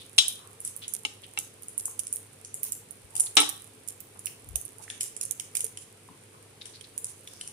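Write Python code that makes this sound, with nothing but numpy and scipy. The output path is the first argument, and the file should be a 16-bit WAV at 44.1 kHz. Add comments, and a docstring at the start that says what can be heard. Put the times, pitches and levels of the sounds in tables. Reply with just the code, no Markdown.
"""Kitchen, gas hob: a chicken and vegetable curry simmers in a metal pot, heard by a phone held over the rim.
Bubbles burst with sharp ticks that rattle round the pot (clicks through random wall reflections).
A wooden spoon knocks the wall, stirs, and drops against the rim (decaying modes plus a noise crack).
Fizz, dense bubble runs and squelches are coloured clicks; gurgles, taps and plops are short tones.
Behind them: a short echo, burner noise, mains hum and dull rumbles of the held phone."""
import sys
import numpy as np
from scipy import signal
from scipy.fft import rfft, irfft
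from scipy.io import wavfile

SR = 44100
rng = np.random.default_rng(int(sys.argv[2]) if len(sys.argv) > 2 else 0)


def master(y):
    """Save y as 16-bit WAV."""
    cut = np.clip(np.atleast_2d(y).T, -1, 1)
    pcm = np.round(cut * 32767)  # scale
    wavfile.write(sys.argv[1], SR, pcm.astype(np.int16))


N = 331632
T = np.arange(N) / SR
HIT = T[:SR // 2]  # time axis of one struck sound [s]


def undb(db):
    """Decibels to gain."""
    return 10 ** (np.asarray(db) / 20)


def unit(x):
    """Scale to rms 1."""
    return x / np.sqrt(np.mean(x ** 2))


def burst(x):
    """Scale to the energy of 3 ms at rms 1."""
    return x * np.sqrt(.003 * SR / np.sum(x ** 2))


def along(points, hz):
    """Read (frequency [Hz], value) points on a log-frequency axis."""
    f, value = np.transpose(points)
    return np.interp(np.log(hz + 1), np.log(f), value)


def colour(x, points):
    """Causal minimum-phase filter with the given (frequency [Hz], gain [dB]) response."""
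    size = 2048
    gain = undb(along(points, np.fft.rfftfreq(size, 1 / SR)))
    cepstrum = irfft(np.log(gain))
    # fold the cepstrum onto positive time
    cepstrum[1:size // 2] *= 2
    cepstrum[size // 2 + 1:] = 0
    response = irfft(np.exp(rfft(cepstrum)))
    return signal.fftconvolve(x, response[None], axes=-1)[:, :x.shape[-1]]


def sides(pan_db):
    """Left and right gains of total power 1; pan is left minus right."""
    gains = undb(np.array([[pan_db], [-pan_db]]) / 2)
    return gains / np.sqrt(np.sum(gains ** 2))


def add(track, start_s, x):
    """Mix a sound into the track."""
    start = max(int(start_s * SR), 0)
    track[:, start:start + x.shape[1]] += x[:, :N - start]


def ring(modes, wander=0.0022, patchy_db=3, t=HIT):
    """Decaying modes: the point of contact favours some; each reaches the two ports at its own phases."""
    out = 0
    for hz, db, t60_s in modes:
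        detuned_hz = hz * (1 + wander * rng.standard_normal())
        phase = 2 * np.pi * (detuned_hz * t + rng.random((2, 1)))
        level_db = db + patchy_db * rng.uniform(-0.11, 1) - 60 * t / t60_s
        out = out + undb(level_db) * np.sin(phase)
    return out * (1 - np.exp(-t * SR / 8))  # onset over 8 samples


def crackle(rate_hz, spread_db, pan_db, scatter_db=5):
    """Countless tiny bursts of very unequal size, scattered over the surface."""
    size_db = spread_db * np.minimum(rng.exponential(size=N), 4)
    size = undb(size_db) * (rng.random(N) < rate_hz / SR)
    sign = rng.choice([-1, 1], (2, N))
    clicks = size * sign * undb(scatter_db * rng.uniform(-1.56, 1, (2, N)))
    return unit(clicks) * sides(pan_db)


# bubbles bursting in clumps:
# (time [s], level [dB], left minus right [dB], midrange body [dB], top-treble edge [dB])
POPS = [(.282, -15, -9, -14, 9), (.6042, -29, -5, -18, 5), (.6502, -22.5, 1, -13, -6),
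        (0.6764, -24.5, -21, -14, 0), (0.7646, -26.5, -14, -24, 31), (0.881, -24.5, -3, -2, -2),
        (.938, -18.5, -25, -11, 15), (1.389, -18, -13, 6, 18), (1.6226, -36, -12, -8, 32),
        (1.6337, -33.5, -14, 2, 18), (1.684, -28, -3, -22, 6), (1.7796, -17, -11, -20, 19),
        (1.8564, -19, -2, -4, 8), (1.9939, -16.5, -14.5, 2, 10), (2.07, -25, -7, -1, -16),
        (2.128, -17.5, -7, -22, 11), (2.16, -23, -27, -23, 16), (2.4492, -32.5, -2, 2.5, -21),
        (2.5433, -23.5, -2, -11, 8), (2.6325, -17, -11, -1, 29), (2.6411, -24, -11, -9, 29),
        (2.722, -19, -8, -8, 13), (2.9094, -29.5, -19, -13, 22), (3.1546, -24, 7, 5.5, 14),
        (3.1655, -20, -20, 3, 0), (3.1794, -25.5, 3, 4, 8), (3.1985, -13, -10, -21, 4),
        (3.2062, -8.5, -5.5, -10.5, -4.5), (3.3542, -27, -12, -10, 19), (3.4033, -10.5, -14, -8, 8),
        (3.492, -19, -17, -3, 27), (3.8772, -29, -16, -8, 3), (3.8865, -23, -19, -4, 18),
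        (4.005, -29.5, -18, 3, 40), (4.193, -32.5, -7, -3, 16), (4.2588, -19, -13, 0, 24),
        (4.27, -28.5, -3, 18.5, 14), (4.4894, -34.5, -23, -5, 29), (4.558, -14.5, -13, 5, 20),
        (4.614, -30, -24, -29, 12), (4.6525, -27, -18, -32, 4), (4.7843, -37.5, -12, -17, 10),
        (4.9016, -27, 3, 18.5, -18), (5.0097, -18, -2, 9.5, 14), (5.0324, -22.5, -17, -3, 0),
        (5.1665, -26.5, -10, -1, -6), (5.2128, -20, -6, 5.5, 0), (5.231, -24, -13, 3, 14),
        (5.2532, -24, -21, -12, 10), (5.311, -16.5, -26, -2, 21), (5.399, -22.5, -8, 11, 12),
        (5.5533, -18, -5, 10, 19), (5.57, -16, -14, 7, 11), (5.607, -19, -2, 0, -5),
        (5.644, -18, -23, -7, 18), (5.7738, -29.5, -1, 13.5, -5), (6.6565, -33.5, 7, 14.5, -42),
        (6.811, -35.5, -10, 19, -5), (6.979, -20.5, -8.5, -12, 12), (7.045, -21.5, -5, -6.5, -2),
        (7.275, -34, -2, 25, 18), (7.4122, -27, 0.5, 15.5, -52), (7.476, -29, 0, 5.5, -24)]


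def clumps(count=2, lag_s=.005, neighbour_db=-10, recover_s=0.0038, scatter_db=3, pan_scatter_db=4):
    """A burst sets off its neighbours: weaker ticks of like colour, weakest while the sauce still recoils."""
    rows = list(POPS)
    chances = rng.uniform(-0.92, 1, (len(POPS), count, 3))
    for (s, db, pan_db, body_db, edge_db), chance in zip(POPS, chances):
        for k, (when, size, place) in enumerate(chance):
            lag = lag_s * (k + abs(1 + when) / 2)
            recoil_db = 20 * np.log10(1 - np.exp(-lag / recover_s))
            tick_db = db + neighbour_db + recoil_db + scatter_db * size
            rows.append((s + lag, tick_db, pan_db + pan_scatter_db * place, body_db, edge_db))
    return rows


def tick(since, start, stretch, swell_s=0.0008, fade_s=0.00081, noise_db=-8, faint_s=0.0095, faint_db=-36):
    """A sharp tick in a short noise swell and fade, with sparse faint clicks around it."""
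    count = len(since)
    envelope = np.exp(-np.abs(since) / (stretch * np.where(since < 0, swell_s, fade_s)))
    wave = undb(noise_db) * envelope * rng.standard_normal(count)
    wave[start] += 1
    clicks = rng.standard_normal(count) * (rng.random(count) < .01) * 10
    return wave + undb(faint_db) * stretch * clicks * np.exp(-np.abs(since) / faint_s)


def pot_wall(t, wall_s=0.0041, wall_db=-14):
    """Direct path plus dying wall reflections; the sound reaches the right port first."""
    echoes = rng.uniform(-1, 1, (2, len(t))) ** 9  # few strong, most faint
    paths = undb(wall_db) * np.exp(-t / wall_s) * echoes
    paths[1, 0] += 1
    paths[0, 17] += 1  # delayed 17 samples
    return paths


# tick of a bursting bubble: (frequency [Hz], gain [dB])
POP_COLOUR = [(150, -35.5), (800, -44.5), (2600, -28.5), (4500, -28), (6200, -14), (8300, -10), (9200, 1.5),
              (9800, 0.5), (10800, -11), (12000, -21), (15000, -33.5)]


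def pops(body_stretch=0.23, cavity_hz=3200, cavity_t60_s=0.01, cavity_db=-31, far_db=-7, aim=0.5):
    """Bursts tick, longer when full-bodied; the wall reflects them. Returns direct sound and echo feed."""
    direct, spread = np.zeros((2, N)), np.zeros((2, N))
    lead_s = .006
    t = T[:SR // 16]
    since, start = t - lead_s, int(lead_s * SR)
    hz, base_db = np.transpose(POP_COLOUR)
    body = along([(900, 0.64), (2600, 1.0), (4500, 1.0), (8000, 0.021)], hz)
    edge = along([(10000, 0.2), (13000, 0.98)], hz)
    for s, db, pan_db, body_db, edge_db in clumps():
        source = tick(since, start, stretch=undb(body_stretch * body_db))
        wave = signal.fftconvolve(pot_wall(t), source[None], axes=-1)[:, :len(t)]
        wave = colour(wave, np.c_[hz, base_db + body * body_db + edge * edge_db])
        # the opened hollow rings briefly, most in full-bodied bursts
        hollow = ring([(cavity_hz, 0, cavity_t60_s)], wander=0.22, t=t[:-start])
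        hollow = np.pad(hollow, ((0, 0), (start, 0)))
        hollow_db = cavity_db + 1.53 * min(body_db, 20)
        wave = burst(wave) + undb(hollow_db) * burst(hollow)
        wave = np.array([burst(side) for side in wave]) * undb(db)
        add(direct, s - lead_s, wave * sides(pan_db))
        # the closer under the right port, the less a bubble feeds the kitchen
        add(spread, s - lead_s, wave * undb(far_db + aim * pan_db))
    return direct, spread


def froth(level_db=-21, fade_s=0.032, rate_hz=900, spread_db=9.5, pan_db=-8, midrange_db=7):
    """Each burst leaves a patch of froth whose tiny bubbles crackle away."""
    power = np.zeros((1, N))
    for s, db, *_ in POPS:
        patch = undb(db) * np.exp(-HIT / fade_s)
        add(power, s, patch[None] ** 2)
    grains = colour(crackle(rate_hz, spread_db, pan_db), POP_COLOUR)
    grains = colour(grains, [(4500, midrange_db), (8000, 0.0045)])
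    return unit(grains) * np.sqrt(power) * undb(level_db)


# spoon on pot: (time [s], relative level [dB], wood [dB], metal [dB], crack [dB], weight [dB],
# left minus right [dB], length of the rattle [s])
KNOCKS = [(0.181, -21.5, -6.5, -14.5, -0.5, 1, -0.5, 0.003), (.185, -16, -11.5, -2.5, -0.5, -10, 3, 0.003),
          (1.0502, -32, 1.5, -27, -0.5, 2.5, 1.5, 0.00022),
          (1.3745, -34, -0.5, -21.5, -5, 9.5, 4.5, 0.00014), (3.3687, -20, -4, -4.5, 3, 10.5, 1, .064)]


def contacts(count=8, gap_s=.0042, slowing=1.24, fall_db=-2.0, soften_db=-2.0, settle_db=1.5):
    """The spoon rattles after a blow: each contact comes later, weaker, softer and heavier."""
    lags = np.r_[0, np.cumsum(gap_s * slowing ** np.arange(count - 1))]
    rows = []
    for s, db, wood_db, metal_db, crack_db, weight_db, pan_db, length_s in KNOCKS:
        for k, lag in enumerate(lags):
            if k == 0 or lag < length_s:
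                rows.append((s + lag, db + k * fall_db, wood_db, metal_db, crack_db + k * soften_db,
                             weight_db + k * settle_db, pan_db))
    return rows


# modes of the spoon: (frequency [Hz], level [dB], t60 [s])
WOOD = [(299, -21, 0.16), (442, -18.5, 0.087), (850, -7, 0.043), (1301, -9, 0.052), (2170, -4, 0.033),
        (2353, -7, 0.066), (2720, 3.5, 0.038), (2938, 1, 0.048)]
# modes of the filled pot: (frequency [Hz], level [dB], t60 [s])
METAL = [(303, -17, 0.19), (787, -23, .28), (906, -26, .22), (1133, -19, .25), (1310, -21, 0.18),
         (2560, -15.5, .2), (3010, -6.5, .11), (3110, -8, .14), (3194, -6.5, 0.16), (3280, 0, 0.088),
         (3470, 4, 0.102), (3640, -1.5, 0.11), (3714, -10, 0.15), (3920, 6.5, 0.107), (4100, -6, 0.12),
         (4600, -14, 0.132), (5200, -16.5, .15), (5210, -6.5, 0.12), (5700, -9.5, 0.14)]
# crack of the contact: (frequency [Hz], gain [dB])
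CRACK = [(200, -7.5), (550, -10), (1500, -3.5), (2200, -8), (3000, 2.5), (3900, 8.5), (4300, 1),
         (4900, -3.5), (5300, 2.5), (6250, -2.5), (7500, -1.5), (9200, 1.5), (11500, -16.5), (15000, -25.5)]


def knocks(crack_s=0.0051, shell_s=0.013, shell_db=-17, wood_trim_db=3, metal_trim_db=4, crack_trim_db=0,
           wood_far_db=-9):
    """Blows ring spoon and pot over a crack dying in the pot's dense high modes; weight lifts the lows."""
    direct, spread = np.zeros((2, N)), np.zeros((2, N))
    for s, db, wood_db, metal_db, crack_db, weight_db, pan_db in contacts():
        fade = np.exp(-HIT / crack_s) + undb(shell_db) * np.exp(-HIT / shell_s)
        crack = colour(rng.standard_normal((2, len(HIT))) * fade, CRACK)
        spoon = undb(wood_db + wood_trim_db) * burst(ring(WOOD, wander=0.0079, patchy_db=1.5))
        pot = undb(metal_db + metal_trim_db) * burst(ring(METAL, patchy_db=-1.5))
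        pot = pot + undb(crack_db + crack_trim_db) * burst(crack)
        weight = [(100, -30.0), (280, 1.0 * weight_db), (800, 0.72 * weight_db),
                  (1400, 0.9 * weight_db), (2900, 8.0)]
        gain = 2 * undb(db) * sides(pan_db)
        add(direct, s, gain * colour(pot + spoon, weight))
        # the broad pot wall radiates into the room better than the slim spoon
        add(spread, s, gain * colour(pot + undb(wood_far_db) * spoon, weight))
    return direct, spread


# sauce squelches and the spoon slides: (time [s], length [s], centre [Hz], level [dB])
SQUELCHES = [(0, 0.041, 3530, -49.5), (0.42, 0.064, 1140, -59), (0.833, 0.016, 3400, -39.5),
             (1.24, 0.0096, 3150, -45), (3.166, 0.072, 850, -57.5), (3.269, 0.0046, 3970, -41.5),
             (4.161, 0.0094, 1080, -54), (4.799, 0.018, 900, -55.5), (6.347, 0.014, 1070, -55),
             (6.616, 0.006, 3780, -40.5), (6.75, 0.016, 4240, -47.5), (6.845, 0.0076, 4000, -46.5),
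             (7.337, 0.075, 5440, -56.5)]


def squelches():
    """Wet pieces slide and part: dense clicks, coloured by the gap, swell quickly and fade slower."""
    out = np.zeros((2, N))
    t = T[:SR] - .5
    for s, length_s, hz, db in SQUELCHES:
        sparse = rng.random(SR) < .08
        clicks = sparse * rng.standard_normal((2, SR))
        gap = [(hz / 4, -30), (hz / 1.38, -13), (hz, 0), (1.45 * hz, -15), (3 * hz, -36)]
        wet = unit(colour(clicks, gap))
        width_s = np.where(t < 0, length_s / 2, length_s)
        swell = wet * undb(db) * np.exp(-(t / width_s) ** 2 / 2)
        add(out, s - .5, swell[:, t + s >= 0])
    return out


# dense runs of tiny bubble bursts: (time [s], length [s], level per layer [dB])
BUBBLE_RUNS = [(.675, 0.021, -46), (0.903, 0.012, -57), (2.669, 0.019, -43.5), (2.729, 0.0044, -53),
               (4.837, 0.011, -45.5), (4.9, 0.033, -57), (5.065, 0.016, -45.5), (5.821, 0.011, -50),
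               (7.097, 0.021, -48.5)]


def bubble_runs(rate_hz=3200, spread_db=4, pan_db=-9, midrange_db=13, top_db=4):
    """Dense runs of tiny bubble bursts: a short crackling swell each."""
    swell = 0
    for s, length_s, db in BUBBLE_RUNS:
        swell = swell + undb(db) * np.exp(-((T - s) / length_s) ** 2 / 2)
    grains = colour(crackle(rate_hz, spread_db, pan_db), POP_COLOUR)
    return swell * unit(colour(grains, [(4000, midrange_db), (9000, 0), (13000, top_db)]))


# dull taps and bubble plops: (time [s], starting pitch [Hz], level [dB], t60 [s])
LOW_TONES = [(1.881, 1040, -35, 0.0093), (1.881, 1120, -37, .004), (4.559, 660, -36, 0.013),
             (4.88, 1890, -25, 0.0047), (5.64, 427, -41, 0.096), (6.088, 1007, -37, 0.02)]


def low_tones(glide_per_s=1.5):
    """Short low tones: dull taps and bubble plops, gliding up slightly where they last."""
    out = np.zeros((2, N))
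    for s, hz, db, t60_s in LOW_TONES:
        tone = np.sin(2 * np.pi * hz * HIT * (1 + glide_per_s * HIT))
        wave = tone * undb(db - 60 * HIT / t60_s) * (1 - np.exp(-HIT / 0.00047))
        add(out, s, wave * np.ones((2, 1)))
    return out


def gurgle(rate_hz, low_hz, high_hz, cycles, spread_db, glide=0.097):
    """Bubbles under the surface: each rings for a few cycles and rises a little in pitch."""
    out = np.zeros((2, N))
    for when, pitch, size, pan in rng.random((int(rate_hz * N / SR), 4)):
        hz = low_hz * (high_hz / low_hz) ** pitch
        age = np.arange(int(cycles * SR / hz)) * hz / (cycles * SR)  # 0 to 1 over its life
        tone = np.sin(2 * np.pi * cycles * age * (1 + glide * age / 2))
        wave = tone * undb(-45 * age) * (1 - np.exp(-age * cycles))
        size_db = -spread_db * np.log(1 - .97 * size)
        add(out, when * N / SR, wave * undb(size_db) * sides(10 * (pan - .5)))
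    return unit(out)


# fizz of the smallest bubbles: (time [s], level [dB])
SIMMER = [(0, -55), (2.9, -61.5), (3.4, -47), (3.8, -57), (4.5, -58), (5.6, -55.5), (5.95, -64),
          (6.5, -64.5), (7.5, -54)]
# its colour: (frequency [Hz], gain [dB])
FIZZ = [(1500, -21.5), (4500, -34), (7000, -15), (9700, -1.5), (11500, -14), (15000, -22)]


def simmer(shallow_db=-70, deep_db=-67):
    """Fine fizz at the edge of the pot, and bubbles working below the surface."""
    fizz_db = np.interp(T, *np.transpose(SIMMER))
    fizz = unit(colour(crackle(rate_hz=650, spread_db=6.5, pan_db=-14.0), FIZZ))
    shallow = gurgle(rate_hz=300, low_hz=623, high_hz=2550, cycles=12.08, spread_db=2.5)
    deep = gurgle(rate_hz=110, low_hz=232.0, high_hz=531, cycles=9.1, spread_db=0.0)
    return fizz * undb(fizz_db) + shallow * undb(shallow_db) + deep * undb(deep_db)


# the hand shifts on the phone: (time [s], pitch [Hz], level [dB], length [s])
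BUMPS = [(3.043, 55, -54, 0.018), (4.521, 62, -41.5, 0.044), (6.114, 174, -52, 0.022)]


def bumps(pan_db=9):
    """Dull rumbles through the body of the phone: low noise under a bell-shaped swell."""
    out = 0
    for s, hz, db, length_s in BUMPS:
        body = [(hz / 2, -24), (hz, 0), (2 * hz, -14), (6 * hz, -45), (20 * hz, -80)]
        rumble = unit(colour(rng.standard_normal((1, N)), body))
        out = out + rumble * undb(db) * np.exp(-((T - s) / length_s) ** 2 / 2)
    return out * sides(pan_db)


# kitchen echo spectrum: (frequency [Hz], relative gain [dB])
ECHO = [(200, 1), (1000, 5.5), (3500, -2.5), (7000, 4.5), (9800, 1), (15000, 9.5)]
# its decay: (frequency [Hz], t60 [s])
ECHO_T60 = [(200, 0.33), (3500, 0.41), (9000, 0.28), (15000, 0.24)]


def kitchen(x, build_s=0.006, first_density=0.023, merge_s=.12):
    """Echo of a small hard room: separate reflections thicken into a wash; the treble dies first."""
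    density = np.clip(first_density + (HIT / merge_s) ** 2, .001, 1)
    present = rng.random((2, len(HIT))) < density
    reflections = rng.standard_normal((2, len(HIT))) * present / np.sqrt(density)
    f, t, cells = signal.stft(reflections, SR, nperseg=256)
    cells = cells * undb(along(ECHO, f)[:, None] - 60 * t / along(ECHO_T60, f)[:, None])
    tail = signal.istft(cells, SR)[1][:, :len(HIT)] * (1 - np.exp(-HIT / build_s))
    tail = tail / np.sqrt(np.sum(tail ** 2) / 2)  # mean energy 1 per side
    return signal.fftconvolve(x, tail, axes=-1)[:, :N]


# burner and kitchen air: (frequency [Hz], relative gain [dB])
BURNER = [(15, -60), (25, -20), (48, -14), (73, -13), (106, 0.5), (172, -6.5), (326, -10.5), (438, -3),
          (691, -17), (1860, -18), (2370, -15.5), (4870, -21.5), (7090, -22), (9520, -14), (15000, -37.5)]
# likeness of the two ports: (frequency [Hz], left-right correlation [-1 to 1])
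LIKENESS = [(150, .95), (300, 1), (600, 0.12), (1500, 0)]


def burner(rush_db=-55, hum_hz=101, hum_db=-63.5):
    """Soft steady rush of the flame, alike at both ports in the bass, with mains hum."""
    hz = np.fft.rfftfreq(N, 1 / SR)
    alike = np.clip(along(LIKENESS, hz), -1, 1)
    mid, side = rfft(rng.standard_normal((2, N))) * undb(along(BURNER, hz))
    opposed = np.array([[1], [-1]]) * side * np.sqrt(1 - alike)
    rush = irfft(mid * np.sqrt(1 + alike) + opposed, N)
    hum = np.sqrt(2) * np.sin(2 * np.pi * hum_hz * T)
    return unit(rush) * undb(rush_db) + undb(hum_db) * hum


def scene(pop_room_db=4, spoon_room_db=-5, sauce_room_db=-3):
    """Pot, spoon and hob in the kitchen."""
    ticks, ticks_far = pops()
    spoon, spoon_far = knocks()
    runs = bubble_runs() + bubble_runs()  # two independent layers of grains
    sauce = simmer() + low_tones() + squelches() + runs
    to_room = undb(pop_room_db) * ticks_far + undb(spoon_room_db) * spoon_far + undb(sauce_room_db) * sauce
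    return ticks + froth() + spoon + sauce + kitchen(to_room) + burner() + bumps()


def record(dry, low_hz=42, top_hz=15300, clip=.82):
    """The phone thins the deep bass, clips the sharpest peaks and cuts the top."""
    thin = signal.sosfilt(signal.butter(2, low_hz, "high", fs=SR, output="sos"), dry)
    top_cut = signal.ellip(8, .2, 70, top_hz, fs=SR, output="sos")
    return signal.sosfilt(top_cut, np.clip(thin, -clip, clip))


dry = scene()
out = record(dry)
master(out)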